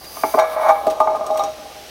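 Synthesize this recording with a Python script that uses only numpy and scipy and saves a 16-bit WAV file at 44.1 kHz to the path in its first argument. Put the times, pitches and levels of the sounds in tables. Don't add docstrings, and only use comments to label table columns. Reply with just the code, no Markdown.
import sys
import numpy as np
from scipy import signal
from scipy.fft import rfft, irfft
from scipy.io import wavfile

SR = 44100
rng = np.random.default_rng(int(sys.argv[2]) if len(sys.argv) > 2 else 0)


def file_out(sig):
    cols = np.atleast_2d(sig).T
    lim = np.clip(cols, -1, 1)
    pcm = np.round(lim * 32767).astype(np.int16)
    wavfile.write(sys.argv[1], SR, pcm)


N = 83790
T = np.arange(N) / SR

# t/s, thud level/dB, thud cut-off f/Hz,
# then level/dB for the boom, hollow, middle, upper and shell notes
KNOCKS = [(.169, -24, 2050, -40, -55, -39, -29, -44), (.2352, -7, 3030, -21, -22.5, -16.5, -55, -26.5),
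          (.3395, -4.5, 770, -24, -38, -52, -50, -60), (.3442, -3, 930, -19, -38, -37, -36, -52),
          (.3735, -9, 690, -41, -23.5, -16, -33, -45), (.3803, -4, 750, -44, -10, -11.5, -40, -53),
          (.3885, -8, 2210, -31, -14.5, -16.5, -23, -17), (.3962, -12.5, 2600, -56, -59, -22, -34, -18.5),
          (.564, -23, 1000, -68, -17.5, -23, -25, -40), (0.7066, -13.5, 2800, -46, -23, -16, -14, -45),
          (.868, -9, 850, -20.5, -10.5, -19.5, -17, -45), (1.0022, -12.5, 2210, -26.5, -14, -13, -5, -49),
          (1.073, -12, 1420, -33, -24.5, -14.5, -13.5, -34.5),
          (1.149, -20, 1300, -43, -28, -23.5, -16, -50), (1.209, -21, 1000, -34, -19, -23, -25, -42),
          (1.264, -34, 1010, -43, -31.5, -52, -20.5, -57), (1.302, -17, 830, -29.5, -18.5, -20, -41, -60),
          (1.356, -31, 1100, -44, -39, -27, -22, -38), (1.3945, -19.5, 1050, -38, -21, -17.5, -12, -36),
          (1.478, -38, 700, -45, -24.5, -51, -34, -60)]
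def knocks():
    times, _, _, *group_db = np.transpose(KNOCKS)
    thud = sum(soften(clicks([s], [db]), hz) for s, db, hz, *_ in KNOCKS)
    return np.array([thud] + [clicks(times, db) for db in group_db])


# t/s, level/dB
SEAT = [(0, -34.5), (.2, -30), (.33, -24.5), (.42, -6.5), (.47, -18.5), (.54, -13), (.585, -7.5),
        (.615, -13), (.65, -50)]
JUDDER = [(.6, -14), (.635, -2), (.66, -2), (.69, 5), (.706, 2), (.716, -30), (.76, -6.5), (.8, -21),
          (.85, -50)]
SLIDE = [(.72, -25), (.77, -20.5), (.83, -11.5), (.9, -11), (.98, -14), (1.09, -6.5), (1.25, -12.5),
         (1.33, -11.5), (1.43, -8.5), (1.49, -16.5), (1.54, -26.5), (1.66, -24), (1.9, -37)]
# push table, slips per second, timing spread, cut-off f/Hz,
# then level/dB for the thud, boom, hollow, middle, upper and shell notes
STROKES = [(SEAT, 300, 0.32, 2170, -12, -41, -26, -32, -56, -43),
           (JUDDER, 225, 0.22, 2230, -15.5, -42, -24, -22.5, -27, -31.5),
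           (SLIDE, 300, 0.6, 1066, -19, -35, -23.5, -28.5, -22.5, -37)]
def rubbing(force, rate, jitter, contact_hz, *group_db):
    chance = rng.standard_normal((1000, 2))
    times = force[0][0] + np.cumsum(np.exp(jitter * chance[:, 0])) / rate
    db = np.interp(times, *np.transpose(force), right=-np.inf) + 1.8 * chance[:, 1]
    return np.outer(from_db(group_db), soften(clicks(times, db), contact_hz))


# f/Hz, level/dB, fade t/s (time to drop by 60 dB)
THUD = [(561, -11.5, 0.019), (658, 0, 0.028), (780, -2, 0.017), (912, -6.5, 0.024), (1042, -2, 0.023),
        (1185, -5, 0.049), (1515, -7.5, 0.013), (1926, -13.5, 0.017), (2285, -11, 0.023)]
BOOM = [(157, -14, 0.068), (249.6, -4.5, 0.088), (303.2, -5.5, 0.22), (387.3, -4, 0.17), (436, 5.5, 0.057),
        (459.8, 2, 0.062)]
HOLLOW = [(493, -22.5, 0.63), (641.4, 2.5, .33), (700, -26, 0.16), (572, -23.5, 0.52), (670, -13, 0.085)]
MIDDLE_LOW = [(805, -0.5, 0.22), (826.5, -8, 0.47)]
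MIDDLE_HIGH = [(856.4, -3.5, 0.17), (910.8, -11, 0.2)]
UPPER = [(1063, -9, 0.087), (1209, -4.5, 0.19), (1239, -10, 0.11)]
SHELL = [(1354, -8, 0.44), (1301, -21, 1), (1550, -16, 0.3), (1674, -18.5, 0.79), (2050, -28, 0.37),
         (2140, -5.5, 0.17), (2217, -18.5, 0.66), (2260, -14, 0.44), (2285, -17, 0.52), (2380, -21, .25)]
# t/s, f/Hz
HOLLOW_PITCH = [(.3, 646), (.6, 632), (.75, 632.8), (1.0, 629.2), (1.35, 630.6), (1.7, 621.3)]
# t/s, level/dB
LEAN = [(.24, 5.5), (.39, 0.5), (.6, 7), (.7, 0), (.87, -4.5), (1.0, 7.5), (1.15, 6), (1.25, -3.5),
        (1.4, -3), (1.7, -8.5)]
# delay t/s, level/dB
ECHOES = [(.0068, -11.5), (0.0123, -14)]
def keg(thud, boom, hollow, middle, upper, shell):
    top = ring(thud, THUD)
    echoes = sum(from_db(db) * np.interp(T - delay, T, top, left=0) for delay, db in ECHOES)
    sink = curve(HOLLOW_PITCH) / HOLLOW[1][0]
    lean = from_db(curve(LEAN))
    tube = ring(hollow, HOLLOW, sink) + ring(upper, UPPER)
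    tube += ring(middle / lean, MIDDLE_LOW) + ring(middle * lean, MIDDLE_HIGH)
    body = top + echoes + tube + ring(boom, BOOM) + ring(shell, SHELL)
    bass_cut = signal.butter(2, 187, "high", fs=SR, output="sos")
    return signal.sosfilt(bass_cut, body)


# t/s, crack level/dB, ping level/dB, favoured f/Hz
TICKS = [(0.0414, -35, -44, 3800), (0.3865, -25.5, -44, 5000), (0.3961, -38, -20, 4340),
         (0.687, -30.5, -40, 6500), (.702, -44, -33, 6000), (0.8666, -30, -42, 7000), (0.9, -33, -31, 5000),
         (0.905, -35.5, -36.5, 8000), (1.001, -30, -51, 4500), (1.156, -38, -50, 10000),
         (1.265, -34.5, -24.5, 8400), (1.308, -42, -30.5, 3500), (1.348, -51, -36, 5660),
         (1.3738, -31, -20.5, 9400), (1.394, -40, -22.5, 3580), (1.437, -35, -23.5, 6200)]
# f/Hz, level/dB
CRACK = [(1500, 5.5), (3500, 7), (6000, 0.5), (9000, -0.5), (16000, -4.5)]
# f/Hz, level/dB, fade t/s
VALVE = [(3660, -15, 0.12), (3812, -6, 0.086), (4186, -9, 0.046), (5610, -9.5, 0.03), (5655, -7.5, 0.085),
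         (5930, -9, 0.032), (6020, -12.5, 0.076), (6630, -9, 0.084), (8120, -7.5, 0.021),
         (8180, -19.5, 0.17), (12800, -9, 0.022), (13120, -10, 0.019)]
def ticks():
    times, crack_db, ping_db, pitch = np.transpose(TICKS)
    fade_s, rise_s = 0.082, 0.00077
    burst = from_db(-60 * T / fade_s) * (1 - np.exp(-T / rise_s))
    crack = signal.fftconvolve(clicks(times, crack_db), burst)[:N] * noise(CRACK)
    pings = 0
    for note in VALVE:
        octaves_away = abs(np.log2(note[0] / pitch))
        pings += ring(clicks(times, ping_db - 15.5 * octaves_away), [note])
    return crack + pings


# t/s, level/dB
GRIT = [(.38, -66), (.41, -39.5), (.55, -63.5), (.7, -42), (.76, -59), (.95, -51), (1.25, -53.5),
        (1.34, -50), (1.41, -41), (1.48, -46), (1.58, -64)]
def grit():
    catches_per_s, spread_db = 820, 7.5
    catches = rng.random(N) < catches_per_s / SR
    strength = from_db(spread_db * rng.uniform(-1, 1, N)) * rng.choice([-1, 1], N)
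    return from_db(curve(GRIT)) * rms_one(ring(catches * strength, VALVE))


# t/s, level/dB
SEAL_LEVEL = [(0, -45.5), (.08, -41.5), (.17, -35), (.32, -33), (.385, -38), (.41, -77), (.5, -77)]
GAP_LEVEL = [(.35, -70), (.42, -47.5), (.53, -39), (.58, -46.5), (.62, -39), (.7, -42.5), (.73, -43.5),
             (.87, -46), (.98, -58), (1.1, -66)]
NECK_LEVEL = [(0, -49.5), (.8, -50.5), (.93, -44), (1.05, -47), (1.25, -45.5), (1.42, -43), (1.55, -43),
              (1.9, -41)]
WHISTLE_LEVEL = [(0, -44.5), (.1, -42), (.25, -43.5), (.38, -47), (.5, -72)]
# f/Hz, level/dB
SEAL_TONE = [(1500, -0.5), (3800, -1.5), (5400, -1.5), (6200, 6), (7000, -6), (8500, -5), (10000, 4.5),
             (12500, 0.5), (14300, 4.5), (16000, 0.5)]
GAP_TONE = [(1500, -3), (2800, 2), (3700, 8.5), (5200, 0), (5800, 0), (7500, -7), (9600, -1), (10400, 5),
            (12500, -4.5), (14300, 5), (16000, -4)]
NECK_TONE = [(820, -51), (1400, 1), (1550, 0), (1710, -1.5), (3160, 1), (3570, -1.5), (5900, -2),
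             (7140, -9), (10900, -10), (15500, -14)]
def gas():
    openings = [(SEAL_LEVEL, SEAL_TONE), (GAP_LEVEL, GAP_TONE), (NECK_LEVEL, NECK_TONE)]
    hiss = sum(from_db(curve(level)) * noise(tone) for level, tone in openings)
    whistle_hz, width_hz = 4795, 140
    narrow_band = signal.iirpeak(whistle_hz, whistle_hz / width_hz, SR)
    whistle = signal.lfilter(*narrow_band, rng.standard_normal(N))
    return hiss + from_db(curve(WHISTLE_LEVEL)) * rms_one(whistle)


# f/Hz, level/dB
ROOM_TONE = [(100, -11), (250, -11.5), (500, 19), (1000, 7), (2500, 26.5), (8000, -4)]
def room(x):
    fade_s, rise_s = .35, 0.031
    tail = noise(ROOM_TONE) * from_db(-60 * T / fade_s) * np.clip(T / rise_s, 0, 1)
    return from_db(-23) * signal.fftconvolve(x, tail / np.sqrt(np.sum(tail ** 2)))[:N]


# f/Hz, level/dB
MURMUR_TONE = [(25, -12), (45, 2), (65, 5), (95, 2), (150, 2.5), (400, 7.5), (700, 8.5), (1400, -11),
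               (3000, -35)]
# t/s, level/dB
MURMUR_LEVEL = [(0, -45.5), (.5, -49.5), (1.0, -44), (1.45, -43.5), (1.9, -45.5)]
def background():
    hum = from_db(-56) * np.sqrt(2) * np.sin(2 * np.pi * 67 * T)
    return from_db(curve(MURMUR_LEVEL)) * noise(MURMUR_TONE) + hum


def from_db(db):
    return 10 ** (np.asarray(db) / 20)


def curve(rows):
    return np.interp(T, *np.transpose(rows))


def rms_one(x):
    return x / np.sqrt(np.mean(x ** 2) + 1e-20)


def noise(tone):
    hz, db = np.transpose(tone)
    gain = from_db(np.interp(np.log(np.fft.rfftfreq(N, 1 / SR) + 1), np.log(hz), db))
    return rms_one(irfft(rfft(rng.standard_normal(N)) * gain, N))


def clicks(times, db):
    samples = np.clip(np.asarray(times) * SR, 0, N).astype(int)
    return np.bincount(samples, from_db(db), N + 1)[:N] + 1e-18


def soften(force, hz):
    return signal.sosfilt(signal.butter(2, hz, fs=SR, output="sos"), force)


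def ring(force, notes, stretch=1):
    turn, out = 2 * np.pi * np.cumsum(stretch * np.ones(N)) / SR, 0
    for k, (hz, db, fade_s) in enumerate(notes):
        wave = np.exp(1j * hz * turn)
        decay = np.exp(-np.log(1000) / (fade_s * SR))
        swing = signal.lfilter([1], [1, -decay], force / wave)
        out += (-1) ** k * from_db(db) * (wave * swing).imag
    return out


def scene():
    forces = knocks() + sum(rubbing(*stroke) for stroke in STROKES)
    metal = keg(*forces) + ticks() + grit()
    murmur = background()
    return (metal + room(metal) + gas() + murmur)[None]


def record(dry):
    notched = signal.lfilter(*signal.iirnotch(7080, Q=42, fs=SR), dry)
    treble_cut = signal.ellip(10, .1, 80, 15900, fs=SR, output="sos")
    return signal.sosfilt(treble_cut, np.clip(notched, -1, 1))


dry = scene()
out = record(dry)
file_out(out)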